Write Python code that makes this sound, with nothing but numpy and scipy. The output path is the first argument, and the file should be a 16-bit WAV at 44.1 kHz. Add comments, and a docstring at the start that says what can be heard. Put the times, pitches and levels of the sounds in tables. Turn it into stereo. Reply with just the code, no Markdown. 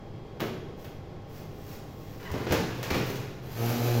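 """Opening a film printer's tray.

A film printer's fans hum in a small tiled room. A button on its lid clacks; someone bends down with
rustling clothes, twists a creaky latch and draws out the plastic film tray. It knocks, clinks and
rattles along its steel rails, then scrapes with a low stick-slip groan. A phone hears it all from
two metres, mostly by way of the walls."""
import sys
import numpy as np
from scipy import signal
from scipy.fft import rfft, irfft
from scipy.io import wavfile

SR = 44100
rng = np.random.default_rng(int(sys.argv[2]) if len(sys.argv) > 2 else 0)


def file_out(sig):
    """Save sig as 16-bit WAV at sys.argv[1]."""
    # one column per channel
    cols = np.atleast_2d(sig).T
    # limit, then scale
    lim = np.clip(cols, -1, 1)
    pcm = np.round(lim * 32767).astype(np.int16)
    wavfile.write(sys.argv[1], SR, pcm)


N = 176400
T = np.arange(N) / SR
HZ = np.arange(N + 1) * SR / (2 * N)


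def amp(db):
    return 10 ** (np.asarray(db) / 20)


def unit_rms(x):
    return x / np.sqrt(np.mean(x ** 2))


def unit_energy(x):
    return unit_rms(x) / np.sqrt(N)


def curve(rows, column=1):
    """One column of a table, joined over time."""
    rows = np.array(rows)
    return np.interp(T, rows[:, 0], rows[:, column])


def per_hz(points, hz):
    """Points joined on a log-frequency axis."""
    points = np.array(points)
    return np.interp(np.log(hz + 1), np.log(points[:, 0]), points[:, 1])


def response(colour):
    """Minimum-phase impulse response of an EQ curve."""
    cepstrum = irfft(np.log(amp(per_hz(colour, HZ))))
    cepstrum[1:N] *= 2
    cepstrum[N + 1:] = 0
    return unit_energy(irfft(np.exp(rfft(cepstrum)))[:N])


def convolve(x, h):
    return irfft(rfft(x, 2 * N) * rfft(h, 2 * N))[..., :N]


def drift(rate_hz):
    """Smooth random motion with a spread of 1."""
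    return unit_rms(irfft(rfft(rng.standard_normal(2 * N)) / (1 + (HZ / rate_hz) ** 4))[:N])


def diffuse(alike_hz=556):
    """Stereo spectrum of noise from all sides: left and right agree only in the bass."""
    alike = 1 / (1 + (HZ / alike_hz) ** 2)
    mid, side = rfft(rng.standard_normal((2, 2 * N)))
    return mid * np.sqrt(1 + alike) + np.array([[1], [-1]]) * side * np.sqrt(1 - alike)


def grains(per_s, spread_db):
    """Dense tiny clicks of very unequal size."""
    size = amp(spread_db * np.minimum(rng.exponential(size=N), 4))
    return unit_rms((rng.random(N) < per_s / SR) * size * rng.standard_normal(N))


def mode(hz, t60, age=T):
    """One resonance ringing out."""
    return np.sin(2 * np.pi * hz * age) * np.exp(-np.log(1000) * age / t60)


# reverb time of the tiled room (frequency [Hz], t60 [s])
ROOM_DECAY = [(100, 0.77), (400, 0.75), (3000, 0.78), (8000, 0.77), (14000, 0.37)]


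def room(build_s=0.00067):
    """Stereo tail of the hard walls, shorter in the top octave."""
    noise, tail = diffuse(), 0
    edges = np.r_[0, np.geomspace(150, SR / 2, 10)]
    for lo, hi in zip(edges, edges[1:]):
        band = irfft(noise * (HZ >= lo) * (HZ < hi))[:, :N]
        tail = tail + band * np.exp(-np.log(1000) * T / per_hz(ROOM_DECAY, (lo + hi) / 2))
    return unit_energy(tail * (1 - np.exp(-T / build_s)))


def in_room(x, walls, direct_db=-8):
    """Reverb with the weaker direct sound mixed in."""
    return convolve(x, walls) + amp(direct_db) * x


def plastic_shell(colour, modes, ring_db):
    """Response of struck plastic: a broad crack and a few ringing modes."""
    ring = sum(amp(db) * mode(hz, t60) for hz, db, t60 in modes)
    return unit_energy(response(colour) + amp(ring_db) * unit_energy(ring))


def whiten(push):
    """Keep a hit's timing but spread its energy evenly over all frequencies."""
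    spectrum = rfft(push, 4 * len(push))
    flat = irfft(spectrum / abs(spectrum))[:len(push)]
    return flat / np.linalg.norm(flat)


def blows(hits, shell, thud_hz=742, tick_hz=6440):
    """Each hit is a push and a brief chatter in three bands; hits alternate between two room tails."""
    # (edges [Hz], filter, chatter decay [s], chatter over push [dB], direct sound [dB])
    bands = [(thud_hz, "low", 0.014, 10.5, -4.5),
             ([thud_hz, tick_hz], "band", 0.0061, 10.5, -8),
             (tick_hz, "high", 0.0061, 41, -5.5)]
    spots, out = [room(), room()], 0
    noise = rng.standard_normal((len(hits), SR // 4))
    t = T[:noise.shape[1]]
    for k, (edges, kind, chatter_s, chatter_db, direct_db) in enumerate(bands):
        force = np.zeros((2, N))
        for i, (at, *band_db) in enumerate(hits):
            chatter = noise[i] * np.exp(-t / chatter_s)
            push = (t == 0) + amp(chatter_db) * chatter / np.linalg.norm(chatter)
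            start = int(at * SR)
            force[i % 2, start:start + len(t)] += amp(band_db[k]) * whiten(push)
        crossover = signal.butter(4, edges, kind, fs=SR, output="sos")
        struck = convolve(force, unit_energy(signal.sosfilt(crossover, shell)))
        out = out + sum(in_room(x, walls, direct_db) for x, walls in zip(struck, spots))
    return out


# dark wash of fan air (frequency [Hz], gain [dB])
AIR_COLOUR = [(20, -5.5), (45, -20), (86, -7), (144, -5.5), (267, -15), (399, -11), (780, -21),
              (1400, -29.5), (5000, -40), (8000, -52), (15500, -57.5)]
# motor hum (frequency [Hz], level [dB])
MOTOR_TONES = [(48.4, -53), (100.5, -48.5), (147, -50), (296, -58), (786, -59), (812.9, -61), (1087, -62),
               (2094, -70), (3262, -68), (5010, -76)]


def fans():
    """The bed: cooling fans push steady air over slightly wavering motor tones."""
    air = unit_rms(convolve(irfft(diffuse())[:, :N], response(AIR_COLOUR)))
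    air *= amp(-41.5 + .5 * drift(13))
    hum = sum(amp(db + 1.5 * drift(5.6)) * np.sin(2 * np.pi * hz * T + 0.8 * drift(3.5))
              for hz, db in MOTOR_TONES)
    return air + hum


# button press and release (time [s], thud [dB], clack [dB], tick [dB])
BUTTON_HITS = [(.398, -11, -12, -23), (.4036, -5.5, -1.5, -8), (.4111, 3.5, -16.5, -33),
               (.8451, -15, -17, -19)]
# crack of the lid (frequency [Hz], gain [dB])
LID_COLOUR = [(45, -27), (129, -4.5), (266, -3), (413, 1), (740, -12), (1350, -9.5), (3270, -14.5),
              (8470, -38), (15500, -27.5)]
# ring of the lid (frequency [Hz], gain [dB], t60 [s])
LID_RING = [(250, 4, 0.25), (385, 6, 0.2), (953, -10, .6), (1303, -1, 0.33), (1707, -11, .6),
            (2245, -8, .55), (2600, -2, 0.27), (3290, -6, .65)]


def button():
    """The button strikes the plastic lid: a firm clack down, a softer one back up."""
    return blows(BUTTON_HITS, plastic_shell(LID_COLOUR, LID_RING, ring_db=-6))


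# swishes of clothing (time [s], half width [s], level [dB])
SWISHES = [(.815, 0.041, -51.5), (1.36, 0.065, -48.5), (1.61, 0.11, -54), (1.711, 0.056, -47.5),
           (2.1, 0.28, -53), (3.075, 0.053, -40)]
# airy tone of the fabric (frequency [Hz], gain [dB])
CLOTH_COLOUR = [(300, -28), (1200, 1.5), (3500, -2.5), (6000, -3), (8500, -9.5), (11000, -7), (13000, -5.5),
                (15500, 0)]


def clothes(walls):
    """Fabric rubs in soft, grainy swells as the person turns and crouches."""
    swell = sum(amp(db) * np.exp(-((T - at) / width) ** 2) for at, width, db in SWISHES)
    friction = swell * grains(per_s=9000, spread_db=4)
    return in_room(convolve(friction, response(CLOTH_COLOUR)), walls)


# rattle of the tray running on its rails (time [s], level [dB])
RATTLE_LEVEL = [(2.2, -42.5), (2.33, -43.5), (2.49, -35.5), (2.62, -43.5), (2.78, -37), (2.88, -40.5),
                (2.96, -28.5), (3.05, -45), (3.22, -40.5), (3.4, -53.5)]


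def rattle(tray, walls):
    """The rails shake the tray with small, uneven clicks."""
    force = grains(per_s=2000, spread_db=2.5) * amp(curve(RATTLE_LEVEL) + 1.6 * drift(29))
    moving = T > RATTLE_LEVEL[0][0]
    return in_room(convolve(force * moving, tray), walls)


# fingers twisting the latch (time [s], level [dB])
CREAK_LEVEL = [(2.25, -43), (2.28, -49), (2.32, -48), (2.345, -41), (2.46, -47)]
# squeaky resonances of the latch (frequency [Hz], width [Hz], gain [dB])
LATCH_PEAKS = [(1100, 210, 2.5), (1640, 750, 4), (3080, 1000, -6), (5140, 4200, -13)]


def latch_creak(walls):
    """The plastic latch rubs in its seat: quick slips ring a few resonances."""
    ring = sum(amp(db) * unit_energy(np.sin(2 * np.pi * hz * T) * np.exp(-np.pi * width * T))
               for hz, width, db in LATCH_PEAKS)
    twisting = (T > CREAK_LEVEL[0][0]) & (T < CREAK_LEVEL[-1][0])
    slips = grains(per_s=3900, spread_db=4.5) * amp(curve(CREAK_LEVEL)) * twisting
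    return in_room(convolve(slips, unit_energy(ring)), walls, direct_db=-5.5)


# squeak of the grip on the latch (starting frequency [Hz], level [dB])
SQUEAK_PARTIALS = [(1680, -50), (2080, -41), (3120, -48)]


def finger_squeak(walls, start_s=2.25, length_s=0.055, sag_per_s=3.4, jitter=.011):
    """A fingertip sticks on smooth plastic: a few unsteady, falling partials."""
    age = np.clip(T - start_s, 0, length_s)
    swell = np.sin(np.pi * np.sqrt(age / length_s))
    clock = np.cumsum(1 - sag_per_s * age + jitter * drift(220)) / SR
    tone = sum(amp(db) * np.sin(2 * np.pi * hz * clock) for hz, db in SQUEAK_PARTIALS)
    return in_room(swell * tone, walls, direct_db=-4.5)


# the heavy tray bumping the cabinet (time [s], level [dB])
CABINET_HITS = [(2.313, -28.5), (2.507, -24), (2.528, -35), (2.914, -27)]


def cabinet_bumps(walls, hz=83.6, t60=0.21):
    """Low thumps: the tray's weight sets off the cabinet's lowest mode."""
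    thumps = sum(amp(db) * mode(hz, t60, np.maximum(T - at, 0)) for at, db in CABINET_HITS)
    return thumps + amp(-7) * convolve(thumps, walls)


# knocks of latch and tray (time [s], thud [dB], clack [dB], tick [dB])
TRAY_HITS = [(2.3156, -28, -14, -16), (2.340, 2.5, -10.5, -38), (2.468, 0, -6, -36), (2.5085, 4, 1, -18),
             (2.5226, 9, 3, -1.5), (2.55, 2.5, -23, -18), (2.8294, -9, -3, -7.5), (2.9047, 2, 1.5, -9.5),
             (2.943, 4, -4, -13.5), (3.1003, -4.5, -13, -16), (3.157, -12, -11.5, -16)]
# hollow crack of the tray (frequency [Hz], gain [dB])
TRAY_COLOUR = [(40, -34), (125, 3), (220, -8.5), (350, -4.5), (470, -7), (640, -13), (1000, -15.5),
               (2400, -18), (3300, -21), (6000, -28), (8300, -36.5), (15500, -31)]
# ring of the tray (frequency [Hz], gain [dB], t60 [s])
TRAY_RING = [(128.3, 12, 1), (460.5, 7, 0.27), (560, -1, 0.22)]


def tray_shell():
    """The tray's boomy plastic body, shared by its knocks and its rattle."""
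    return plastic_shell(TRAY_COLOUR, TRAY_RING, ring_db=-10)


def tray_knocks(tray):
    """The latch lets go and the tray knocks its way along the rails."""
    return blows(TRAY_HITS, tray)


# the catch and the stops striking the rail (time [s], bite centre [Hz], level [dB])
RAIL_HITS = [(2.5225, 1630, -5), (2.904, 2180, -5.5), (2.947, 2540, -12)]
# ring of the steel rail (frequency [Hz], gain [dB])
RAIL_RING = [(1420, -8), (1685, 0), (2498, -5), (3747, 1), (4317, 12.5)]


def rail_clinks(walls, bite_s=0.0067, width_octaves=.2, t60=.3, ring_db=-4):
    """Steel on steel: a hard bite, then the rail rings, favouring the modes near the bite's pitch."""
    out = 0
    for at, centre_hz, db in RAIL_HITS:
        age = np.maximum(T - at, 0)
        near = lambda hz: 1 / (1 + (np.log2((hz + 1) / centre_hz) / width_octaves) ** 2)
        band = irfft(rfft(rng.standard_normal(2 * N)) * near(HZ) ** 2)[:N]
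        bite = band * np.exp(-age / bite_s) * (T > at)
        ring = sum(near(hz) * amp(gain) * mode(hz, t60, age) for hz, gain in RAIL_RING)
        out = out + amp(db) * (unit_energy(bite) + amp(ring_db) * unit_energy(ring))
    return in_room(out, walls, direct_db=-3.5)


# grit of the last pull (time [s], level [dB])
GRIT_LEVEL = [(3.42, -53), (3.56, -36.5), (3.66, -32.5), (3.76, -35), (3.86, -33), (4, -33)]
# tone of the grit (frequency [Hz], gain [dB])
GRIT_COLOUR = [(120, -25), (200, -8), (350, -2), (480, -8.5), (560, -3), (702, -6), (923, -11),
               (5910, -18.5), (8350, -27), (12900, -18.5), (15500, -19.5)]
# pitch of the groan (time [s], slip rate [Hz])
GROAN_PITCH = [(3.63, 115.5), (3.72, 120.5), (3.76, 118), (3.8, 120), (3.83, 117), (3.87, 120), (4, 118.5)]
# layers of the groan (time [s], fundamental [dB], octave [dB], buzz [dB])
GROAN_LEVELS = [(3.53, -44, -61, -68), (3.6, -27.5, -38, -39), (3.65, -25, -32, -34.5),
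                (3.71, -25, -34, -38.5), (3.77, -36, -27.5, -40.5), (3.82, -25, -31.5, -33),
                (3.91, -22.5, -47, -33.5), (3.97, -21.5, -27.5, -36)]
# overtones that make the buzz (harmonic number, gain [dB])
BUZZ_HARMONICS = [(3, 7.5), (4, 7.5), (5, -1.5), (6, 3), (7, -0.5)]


def tray_scrape(walls, jitter=0.007, slip_depth=.35, low_cut_hz=140):
    """The tray sticks and slips: a groan, with grit bunched at each slip."""
    phase = 2 * np.pi * np.cumsum(curve(GROAN_PITCH) * (1 + jitter * drift(21.5))) / SR
    groaning = T > GROAN_LEVELS[0][0]
    low_gain, octave_gain, buzz_gain = (amp(curve(GROAN_LEVELS, k)) * groaning for k in (1, 2, 3))
    buzz = unit_rms(sum(amp(db + 2.2 * drift(13)) * np.sin(k * phase + .25 * drift(16))
                        for k, db in BUZZ_HARMONICS))
    upper = octave_gain * np.sin(2 * phase) + buzz_gain * buzz
    width = amp(-1.5) * convolve(upper, walls - walls.mean(axis=0))  # reflections widen the overtones
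    groan = low_gain * np.sin(phase) + upper + width
    grit = grains(per_s=14000, spread_db=4.5) * (1 + slip_depth * np.cos(phase))
    grit *= amp(curve(GRIT_LEVEL) + 1.5 * drift(22)) * (T > GRIT_LEVEL[0][0])
    grit = signal.sosfilt(signal.butter(2, low_cut_hz, "high", fs=SR, output="sos"), grit)
    return groan + in_room(convolve(grit, response(GRIT_COLOUR)), walls, direct_db=-9)


def scene():
    """Button, latch, tray and clothing over the bed of the fans."""
    walls, tray = room(), tray_shell()
    press = button()
    pull = latch_creak(walls) + tray_knocks(tray) + cabinet_bumps(walls)
    slide = rattle(tray, walls) + tray_scrape(room())
    return press + pull + slide + clothes(walls) + fans() + finger_squeak(walls) + rail_clinks(walls)


# balance of the phone's two microphone ports (frequency [Hz], left over right [dB])
PORT_BALANCE = [(100, 1.5), (400, -0.5), (3000, 0), (6300, -3.5), (9500, -0.5), (12500, 12.5), (15500, 3.5)]
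# treble ripple in both ports (frequency [Hz], gain [dB])
PORT_RIPPLE = [(6000, -1), (7400, -0.5), (8350, -6), (9400, -1), (11000, -8), (13200, 0), (15500, -0.5)]


def record(dry, top_hz=15800):
    """The phone's two ports differ mostly in the treble; the top is cut steeply."""
    ports = amp(np.array([[.5], [-.5]]) * per_hz(PORT_BALANCE, HZ) + per_hz(PORT_RIPPLE, HZ))
    high_cut = 1 / (1 + (HZ / top_hz) ** 300)
    return irfft(rfft(dry, 2 * N) * ports * high_cut)[:, :N]


dry = scene()
out = record(dry)
file_out(out)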